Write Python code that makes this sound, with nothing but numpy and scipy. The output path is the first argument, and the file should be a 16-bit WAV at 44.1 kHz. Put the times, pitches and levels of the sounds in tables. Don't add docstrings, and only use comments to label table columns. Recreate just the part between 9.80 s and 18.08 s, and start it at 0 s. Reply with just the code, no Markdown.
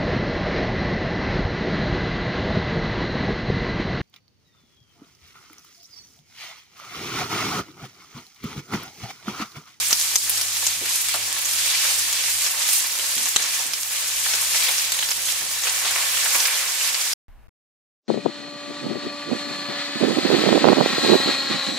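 import sys
import numpy as np
from scipy import signal
from scipy.fft import rfft, irfft, next_fast_len
from scipy.io import wavfile
from scipy.ndimage import uniform_filter1d, map_coordinates

SR = 44100
rng = np.random.default_rng(int(sys.argv[2]) if len(sys.argv) > 2 else 0)


def voltage_ratio(level):
    return 10 ** (np.asarray(level, float) / 20)


def transcribe(u):
    v = np.clip(np.atleast_2d(u).T, -1, 1)
    q = np.round(v * 32767).astype(np.int16)
    wavfile.write(sys.argv[1], SR, q)


N = 365148
CUT_S = 7.3353
PAN_CUT_HZ = 760


def unit(x):
    return x / np.sqrt(np.mean(x ** 2) + 1e-20)


def along(points, hz):
    f, v = np.transpose(points)
    return np.interp(np.log(hz + 1), np.log(f + 1), v)


def curves(rows):
    s, *cols = np.transpose(rows)
    return [np.interp(np.arange(N) / SR, s, c) for c in cols]


def wobble(rate_hz):
    coarse = np.arange(0, N + 32, 32)
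    knots = rng.standard_normal(int(N * rate_hz / SR) + 4)
    return np.interp(np.arange(N), coarse, map_coordinates(knots, [coarse * rate_hz / SR]))


def filtered(x, response):
    m = next_fast_len(N + 8192)
    return irfft(rfft(x, m) * response(np.fft.rfftfreq(m, 1 / SR)), m)[..., :N]


def spread(pair, spectrum, alike, shape=lambda hz: 1):
    def response(hz):
        turn = np.arccos(np.clip(along(alike, hz), -1, 1)) / 2
        return voltage_ratio(along(spectrum, hz)) * shape(hz) * [np.cos(turn), np.sin(turn)]
    mid, side = filtered(pair, response)
    return np.array([mid + side, mid - side])


def patchy(patchy_db):
    z = signal.stft(rng.standard_normal((2, N)), nperseg=256)[2]
    field = uniform_filter1d(rng.standard_normal(z.shape[1:]), size=8, axis=0)
    field = uniform_filter1d(field, size=9, axis=1)
    return signal.istft(z * voltage_ratio(patchy_db * unit(field)), nperseg=256)[1][:, :N]


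def bursts(rate_hz, size_db, life_s):
    draw = rng.random((2, N))
    size = (draw[0] < rate_hz / SR) * voltage_ratio(-size_db * np.log(draw[1] + 0.0098))
    return signal.lfilter([1], [1, -np.exp(-1 / (SR * life_s))], size)


def snap(pitch_hz, cycles):
    turns = pitch_hz * np.arange(200) / SR
    return -np.sin(2 * np.pi * turns) * np.exp(-(turns - .25) / cycles) * (1 - np.exp(-turns * 8))


# start_s, dip_db, recovery_s
DUCKS = [(.131, -3, 0.097), (.368, -3.5, 0.052), (.872, 0, 0.014), (3.57, -3.5, 0.024)]


def ducking():
    t = np.arange(N) / SR
    return sum(dip_db * (t > s) * np.exp(-(np.maximum(t - s, 0) / recovery_s) ** 2)
               for s, dip_db, recovery_s in DUCKS)


# pitch_hz, density_db (per Hz)
NEXT_HISS = [(88, -48), (150, -17), (328, 1.5), (1980, -19.5), (5930, -9.5), (8000, -25), (10400, -52),
             (17600, -120)]


def next_scene():
    start_s, rise_db_per_s, end_db = 8.2, 700, -60.5
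    t = np.arange(N) / SR
    hiss = unit(filtered(rng.standard_normal(N), lambda hz: voltage_ratio(along(NEXT_HISS, hz))))
    return (t > start_s) * voltage_ratio(end_db - rise_db_per_s * (t[-1] - t)) * hiss


# pitch_hz, density_db (per Hz)
AIR = [(8.8, -33), (15, -1), (50, -5), (72, -10.5), (112, -22), (142, -25), (159, -37), (195, -23),
       (286, -35), (770, -31.5), (2650, -39.5), (3400, -46), (7280, -53), (14700, -50), (16000, -60)]
# start_s, end_s
SCRAPS = [
    (7.4825, 7.6725),
    (7.6825, 7.693),
]


def scrap():
    t = np.arange(N) / SR
    on = sum((t >= start_s) & (t < end_s) for start_s, end_s in SCRAPS)
    alike = [(300, .05), (900, 0.75), (2500, 0.77), (5000, .03)]
    air = unit(spread(rng.standard_normal((2, N)), AIR, alike))
    return voltage_ratio(-46.5 + .6 * wobble(30)) * on * air


# start_s, level_db
HUM = [(0, -55), (2.2, -57.5), (3.4, -64), (4.0, -61.5), (4.4, -57.5), (5.3, -60), (6.6, -59), (6.7, -67),
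       (7.3, -62.5)]
# pitch_hz, density_db (per Hz)
RUMBLE = [(13, -60.5), (22, -28.5), (43, -18), (91, -14.5), (150, -13.5), (232, -13), (400, -10),
          (520, -29), (880, -120)]


def stove():
    turn = 2 * np.pi * 100 * np.arange(N) / SR + 0.6 * wobble(11)
    hum = np.sin(turn) + voltage_ratio(-17.0) * np.sin(2 * turn) + voltage_ratio(-11.5) * np.sin(3 * turn)
    rumble = unit(spread(patchy(patchy_db=1.0), RUMBLE, [(40, .1), (150, 0.32)]))
    hum_db = curves(HUM)[0] + 1.5 * ducking() + 1.6 * wobble(8.6) + 1.0 * wobble(25)
    draught_db = 1.5 * wobble(6)
    return voltage_ratio(hum_db) * np.sqrt(2) * hum + voltage_ratio(-60 + draught_db) * rumble


# pitch_hz, t60_s
KITCHEN = [(200, 0.33), (2000, 0.12), (10000, 0.085)]


def kitchen(x):
    hz, t, z = signal.stft(rng.standard_normal((2, SR // 3)), SR, nperseg=256)
    decay = voltage_ratio(-60 * t / along(KITCHEN, hz)[:, None])
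    tail = signal.istft(z * decay, SR, nperseg=256)[1]
    delayed = np.pad(x, ((0, 0), (500, 0)))
    return signal.fftconvolve(delayed, tail / np.linalg.norm(tail[0]), axes=1)[:, :N]


# start_s, peak_db, pitch_hz, t60_s
THUMPS = [(0.952, -37.5, 120, .15), (1.01, -29, 378, 0.15), (1.031, -41, 260, 0.21),
          (1.342, -23.5, 896, 0.12), (1.86, -29, 700, 0.069), (2.663, -29.5, 750, 0.044),
          (3.189, -31, 750, 0.072), (4.535, -28.5, 800, 0.1), (4.755, -32, 700, 0.093),
          (5.87, -24.5, 1000, 0.05), (6.158, -20.5, 1300, 0.069), (6.456, -29, 800, 0.14),
          (3.355, -37, 270, 0.22), (3.41, -31.5, 200, 0.099), (3.44, -41.5, 150, .12),
          (3.85, -36.5, 350, 0.074), (3.87, -40, 190, .15), (4.889, -24, 980, 0.074),
          (5.47, -41, 172, 0.15), (5.6, -38, 238, .2), (6.05, -24, 1020, 0.13), (6.549, -21, 960, 0.09)]
# start_s, peak_db
BLASTS = [
    (0.105, -18),
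    (.1285, -11),
    (0.8666, -25),
    (3.5624, -6),
]


def thumps():
    out, t = np.zeros(N + SR), np.arange(SR // 4) / SR
    for start_s, peak_db, pitch_hz, t60_s in THUMPS:
        band = signal.butter(1, [pitch_hz * .45, pitch_hz * 1.9], "bandpass", fs=SR)
        noise = rng.standard_normal(len(t))
        shake = unit(signal.lfilter(*band, signal.lfilter(*band, noise)))
        onset = 1 - np.exp(-t * pitch_hz / 2.9)
        out[round(start_s * SR):][:len(t)] += voltage_ratio(peak_db - 3.5 - 60 * t / t60_s) * onset * shake
    for start_s, peak_db in BLASTS:
        out[round(start_s * SR):][:len(t)] += voltage_ratio(peak_db) * np.exp(-t / 0.000077)
    return out[:N]


# pitch_hz, density_db (per Hz)
SIZZLE = [(150, -57), (250, -24), (466, -15), (535, -13), (682, -13), (1130, -6.5), (1430, -7.5), (2290, 2),
          (6920, 5), (14100, -2.5), (15600, -7.5)]


def spatter(level_db):
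    drops = bursts(rate_hz=90, size_db=2, life_s=0.0002) * rng.standard_normal((2, N))
    return voltage_ratio(level_db - 11) * unit(spread(drops, SIZZLE, [(1000, 0.56), (10000, .3)]))


# start_s, peak_db, pitch_hz
TICKS = [(0.0487, -12.5, 5600.0), (0.2135, -1, 5190), (0.2494, -8.5, 6100.0), (0.6508, -18.5, 6400.0),
         (0.6958, -14.5, 9100.0), (0.9158, -15, 6900.0), (1.099, -7, 6090), (1.2168, -12.5, 6600.0),
         (1.2642, -24, 6000.0), (1.414, -14.5, 4100.0), (1.5278, -2, 8280), (1.9153, -10, 4100.0),
         (1.9412, -12, 3900.0), (2.0448, -10.5, 7900.0), (2.188, -7.0, 10730), (2.196, -8.5, 10000.0),
         (2.2107, -15.5, 7100.0), (2.2496, -14.5, 6110), (2.368, -10, 4300.0), (2.5032, -6.5, 8420),
         (2.5878, -11.0, 12630), (2.6409, -6, 10400.0), (2.9817, -13, 8670), (3.026, -11.0, 7380),
         (3.1888, -5.5, 7700.0), (3.3659, -9, 7000.0), (3.64, -8, 5500.0), (3.858, -13.5, 6000.0),
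         (3.8787, -14.5, 6700.0), (4.0326, -3.5, 6280), (4.1689, -13, 5900.0), (4.2819, -8, 9140),
         (4.3837, -14.0, 7220), (4.4746, -11, 7290), (4.5644, -10.0, 6710), (4.6311, -13.5, 4700.0),
         (4.6502, -13.5, 4800.0), (4.673, -6.5, 6900.0), (4.8727, -15.5, 3200.0), (4.9132, -7.5, 8300.0),
         (5.0091, -9.5, 8400.0), (5.0617, -19.5, 4310), (5.3507, -14.0, 7520), (5.416, -16, 7480),
         (5.436, -10, 8930), (5.455, -5, 9600.0), (5.4693, -13.0, 7600.0), (5.5118, -7.5, 5900.0),
         (5.52, -5.5, 7900.0), (5.5237, -2, 6430), (5.6512, -10, 8000.0), (5.788, -10.5, 9570),
         (5.834, -12.5, 7380), (5.9639, -11, 7960), (5.9716, -12.5, 9200.0), (5.991, -14, 4500.0),
         (6.7564, -11, 6900.0), (7.2542, -10, 5400.0), (7.2747, -13.5, 3400.0), (7.292, -19.5, 4800.0)]


def ticks():
    out = np.zeros((2, N))
    for start_s, peak_db, pitch_hz in TICKS:
        crack = snap(pitch_hz, cycles=.9)
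        port_db = peak_db + rng.normal(0, 1.3, (2, 1))
        out[:, round(start_s * SR):][:, :len(crack)] += voltage_ratio(port_db) * crack
    return signal.lfilter(*signal.butter(2, PAN_CUT_HZ, "highpass", fs=SR), out)


# delay_ms, level_db
ECHOES = [(.7, -3.5), (1.7, -6.5), (2.9, -4), (4.6, -1), (6.2, -8.5), (8.9, -7), (12, -20)]


def reply():
    n = np.arange(SR // 40)
    delay_ms, level_db = np.transpose(ECHOES)[:, :, None]
    late = n - delay_ms * SR / 1000
    shape = np.sum(voltage_ratio(level_db - 16.5) * (late >= 0) * np.exp(-np.abs(late) / 50), axis=0)
    return (n == 0) + shape * rng.standard_normal((2, len(n)))


# start_s, peak_db, pitch_hz, body_db, treble_db
POPS = [(0.1075, -2, 7040, -23.5, -24.5), (0.1276, 5, 5720, -28.5, -15.5),
        (0.3446, -17.5, 5310, -12.5, -4.5), (0.3559, 3, 6450, -43, -19), (0.4945, 2.5, 11800, -25.5, -8),
        (0.5733, -5, 5420, -20.5, -12), (0.612, -2.5, 5440, -30, -9.5), (0.6823, -12, 5570, -14.5, -16),
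        (0.8552, -9, 6250, -22, -11), (0.8661, 0.5, 7090, -37.5, -27), (1.0568, -7.5, 4700, -18, -10.5),
        (1.1568, -2, 6940, -22.5, -6), (1.285, -3, 8290, -11.5, -22.5), (1.3407, -4, 8770, -13.5, -20.5),
        (1.6546, -5.5, 6840, -18, -15), (1.6934, -10, 8680, -13.5, -9), (1.7105, -7.5, 7460, -21.5, -24),
        (1.733, -8, 5500, -17, -15), (1.7824, -14, 5310, -20.5, -20), (1.9008, -7, 6400, -13, -17),
        (2.1077, -9.5, 4900, -17.5, -18.5), (2.327, -5, 6450, -20, -16.5), (2.3884, -11.5, 6290, -14, -17),
        (2.4086, -9, 6980, -23, -21), (2.4379, -7, 5440, -16, -18.5), (2.5384, -15.5, 7140, -57, -19.5),
        (2.6447, -7, 5720, -29, -22.5), (2.6633, -4.5, 5440, -17.5, -16.5), (2.7868, -11, 7200, -11, -18.5),
        (2.8177, -5.5, 5410, -22.5, -22), (2.8804, -9.5, 9900, -18, -16), (2.8885, -1.5, 7170, -18, -15.5),
        (2.9318, 0.5, 9640, -22.5, -17), (3.153, -12, 4880, -25, -17.5), (3.1943, -9.5, 3130, -27.5, -15),
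        (3.3792, -6.5, 6060, -16.5, -17.5), (3.4558, -3.5, 6970, -21.5, -24),
        (3.4847, -7.5, 7080, -13, -16), (3.5609, 5, 6700, -9, -29.5),
        (3.6217, -4, 6850, -14.5, -22.5), (3.6588, -9, 6170, -19.5, -24.5),
             (3.7428, -9.5, 6040, -23, -18.5), (3.7917, -10, 5790, -17.5, -21),
             (3.9338, -4, 5450, -17, -16), (4.458, -11.5, 3250, -21, -17), (4.4984, -13.5, 4330, -11, -19),
             (4.5347, -3.5, 5720, -9.5, -21), (4.7604, -7, 6910, -15, -11), (4.8034, -8.5, 6950, -9.5, -18),
             (4.825, -8, 6250, -16.5, -18), (4.8841, -5, 3570, -16, -10), (4.9814, -4, 5840, -18, -25.5),
             (4.9948, -7, 5120, -13, -22.5), (5.1194, 0, 7500, -12, -14.5), (5.1443, -12.5, 3770, -13, -24),
             (5.1888, -5, 6300, -1, -21), (5.226, -6.5, 3300, -17.5, -19),
             (5.2876, -6.5, 4920, -15.5, -14.5), (5.3073, -4, 6870, -27.5, -18.5),
             (5.3134, -4, 5000, -14, -13), (5.4842, -9, 3330, -14, -13.5),
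             (5.837, -4.5, 6600, -14.5, -24.5), (5.8688, -7, 2490, -10.5, -17.5),
             (6.05, -7.5, 3350, -12, -16), (6.109, -6.5, 6930, -15, -14.5), (6.158, -19.5, 2160, -15, -13),
             (6.37, -7.5, 3080, -16.5, -17.5), (6.4135, -11, 2710, -16, -20.5),
             (6.4577, -6.5, 7220, -12, -16), (6.5473, -4.5, 2330, -12, -21), (6.6024, -2.5, 5960, -23, -27),
             (6.6526, -2.5, 5070, -22, -27), (6.9192, -10.5, 6810, -21.5, -12),
             (7.0096, -10.5, 2680, -14.5, -20), (7.085, -12.5, 4820, -15, -15.5),
             (7.1439, -5, 4620, -15.5, -29.5), (7.2304, -17.5, 7230, -19, -11),
             (7.314, -11, 4580, -14, -20.5), (7.3296, -5.5, 5430, -24.5, -27.5)]
# start_s, peak_db, pitch_hz
KNOCKS = [(0.107, -17.5, 1221), (0.127, -20.5, 2330), (0.494, -23.5, 1710), (1.054, -23, 1900),
          (1.341, -17.5, 1180), (1.858, -16.5, 2290), (2.052, -14, 1400), (2.252, -20, 2050),
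          (2.369, -23, 1880), (2.459, -17.5, 2240), (2.848, -20, 2380), (2.993, -25, 2080),
          (3.56, -11.5, 1770), (4.745, -11.5, 2240), (4.787, -19, 2390), (4.89, -11, 2300),
          (5.966, -23.5, 2420), (6.05, -22.5, 1530), (6.108, -16, 1520), (6.158, -8.5, 2180),
          (6.34, -18.5, 2270), (6.46, -9, 1880), (6.55, -20, 2360), (6.642, -27.5, 2410),
          (6.655, -9.5, 2310), (6.788, -31, 2200), (7.088, -22, 2190)]


def pops():
    out = np.zeros((2, N + SR))
    cracks = []
    for start_s, peak_db, pitch_hz, body_db, treble_db in POPS:
        crack = snap(pitch_hz, cycles=1.5)
        crack = crack + voltage_ratio(body_db + 2.5) * snap(.6 * pitch_hz, cycles=1.5)
        crack = crack + voltage_ratio(treble_db + 10) * snap(10700, cycles=2.0)
        cracks.append((start_s, 1.15 * peak_db - .5, crack))
    for start_s, peak_db, pitch_hz in KNOCKS:
        cracks.append((start_s, peak_db - 4, snap(pitch_hz, cycles=1.2)))
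    lag_s = .0011
    for start_s, level_db, crack in cracks:
        answer = reply()
        answer[:, 0] = 1
        direct = voltage_ratio(level_db) * crack / np.abs(crack).max()
        pop = signal.fftconvolve(direct[None], answer, axes=1)
        out[:, round((start_s + lag_s) * SR):][:, :pop.shape[1]] += pop
    return signal.lfilter(*signal.butter(2, PAN_CUT_HZ, "highpass", fs=SR), out[:, :N])


# start_s, strength_db, wetness_db
BOIL = [(0.0, -23, -18.5), (0.28, -24, -18), (1.61, -26.5, -17), (1.77, -25, -17), (1.95, -22, -15),
        (2.29, -24, -17.5), (3.09, -26.5, -15.5), (3.6, -21.5, -20.5), (3.9, -27.5, -16.5),
        (4.92, -22.5, -15), (4.98, -23.5, -17), (5.69, -27.5, -15.5), (5.91, -24.5, -13.5),
        (6.57, -24.5, -10), (6.89, -25, -12), (7.15, -26.5, -14.5)]
# low_hz, high_hz
SIZES = [
    (400, 1800),
    (1800, 4300),
    (4300, 9000),
    (9000, 19000),
]
# share_db, follows (dB per dB of wetness)
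SHARES = [
    (3, 0.95),
    (-3, 0.41),
    (-6.5, -0.034),
    (-4, 0.017),
]
# start_s (centre), rise_db,
# pitch_hz,
FLASHES = [(0.202, 5.5, 6500, 0.038), (0.387, -12, 1780, 0.044), (1.125, 5.5, 7040, 0.08),
           (1.08, 6.5, 900, 0.031), (1.323, 6, 2500, 0.046), (1.578, 9.5, 1940, 0.03),
           (1.744, 2, 10000, 0.06), (1.92, 5, 3500, 0.2), (2.1, 1.5, 1000, 0.031), (2.19, 5, 12000, 0.013),
           (2.404, 3.5, 2800, 0.13), (2.546, 3, 12000, 0.071), (2.637, 4.5, 5500, 0.042),
           (2.95, 8.5, 11100, 0.08), (3.314, 1.5, 2800, 0.12), (3.435, -1, 8000, 0.075),
           (3.62, -9, 14000, 0.081), (3.743, 2.5, 6550, 0.017), (4.306, -1, 2993, 0.059),
           (4.524, 5, 1800, 0.064), (4.76, 6.5, 5000, 0.025), (4.847, 6, 3000, 0.035),
           (5.09, -2.5, 8000, 0.037), (5.508, 4.5, 7040, 0.03), (5.881, 12.5, 1500, 0.0086),
           (6.078, 9, 3000, 0.029), (6.16, 4, 1197, 0.0069), (6.52, 5.5, 6510, 0.14),
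           (6.588, 3, 1467, 0.038), (7.06, 6.5, 4940, 0.066)]


def boil():
    (strength_db, wet_db), levels_db = curves(BOIL), []
    wet_db = wet_db + 1.8 * ducking()
    t = np.arange(0, N, 64) / SR
    s, rise_db, pitch_hz, half_s = np.transpose(FLASHES)[:, :, None]
    for (low_hz, high_hz), (share_db, follows) in zip(SIZES, SHARES):
        octaves = np.log2(pitch_hz / np.sqrt(low_hz * high_hz))
        near = np.exp(-(octaves / 0.96) ** 2)
        flash_db = np.sum(rise_db * near * np.exp(-((t - s) / half_s) ** 2), axis=0)
        flash_db = np.interp(np.arange(N) / SR, t, flash_db)
        seethe_db = 1 * wobble(7)
        levels_db.append(strength_db + share_db + follows * wet_db + flash_db + seethe_db)
    return levels_db


# pitch_hz, likeness (-1 to 1)
ALIKE = [(100, 0.59), (400, 1), (1000, 0.46), (2500, 0.27), (6000, 0.06), (14000, -0.09)]
# pitch_hz, width_hz, level_db
PAN_MODES = [(534, 13, 10.5), (608, 16, 1.5), (648, 22, 1), (760, 35, 4.5), (923, 70, -6.5), (1096, 30, 3),
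             (1330, 45, -0.5), (1524, 25, 4.5), (1726, 41, -3)]


def sizzle(levels_db):
    surge_db = 0.64 * wobble(15) + 0.25 * wobble(45)
    total, fizz = 0, patchy(patchy_db=1.0)

    def ring(hz):
        modes = [voltage_ratio(db) / (1 + (2 * (hz - pitch_hz) / width_hz) ** 2) for pitch_hz, width_hz, db in PAN_MODES]
        return 1 + .5 * sum(modes)

    for (low_hz, high_hz), level_db in zip(SIZES, levels_db):
        def shape(hz):
            edge = 1 / np.sqrt((1 + (low_hz / (hz + 1)) ** 6) * (1 + (hz / high_hz) ** 6))
            return edge * ring(hz)
        snaps = bursts(rate_hz=220, size_db=4.5, life_s=0.0007) * rng.standard_normal((2, N))
        crackle = signal.oaconvolve(snaps, reply(), axes=1)[:, :N]
        band = spread(fizz + voltage_ratio(-3.0) * unit(crackle), SIZZLE, ALIKE, shape)
        total = total + voltage_ratio(level_db + surge_db + 0.45 * wobble(16)) * unit(band)
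    return total


# start_s, left_minus_right_db
LEAN = [(0.0, -1.5), (0.26, -1), (3.98, -1.5), (4.33, 0), (4.82, 0), (5.25, -2), (5.94, -1), (7.04, -2),
        (7.33, -1)]


def scene():
    near, levels_db = pops() + thumps(), boil()
    lean_db = curves(LEAN)[0] / 2
    pan = sizzle(levels_db) + spatter(levels_db[2]) + ticks() + near
    pan = pan * voltage_ratio(np.array([lean_db, -lean_db])) + voltage_ratio(-9.5) * kitchen(near)
    n = np.arange(N)
    gate = np.exp(-np.maximum(n / SR - CUT_S, 0) / 0.00073) * np.where(n < CUT_S * SR, 1, .3)
    return (pan + stove()) * gate + scrap() + next_scene()


def band_limit(x):
    return signal.sosfilt(signal.butter(12, 16400, fs=SR, output="sos"), x)


def record(dry):
    x = dry * voltage_ratio(ducking())
    x = x / (1 + np.abs(x) ** 8) ** (1 / 8)
    top_hz, flicker_hz = 15950, 15200
    x = filtered(x, lambda hz: voltage_ratio(-60 / (1 + np.exp(np.clip((top_hz - hz) / 90, -50, 50)))))
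    lost = (wobble(20) > .3) * (np.arange(N) < CUT_S * SR)
    x = x - uniform_filter1d(lost * 1., size=200) * filtered(x, lambda hz: hz > flicker_hz)
    return band_limit(x)


dry = scene()
out = record(dry)
transcribe(out)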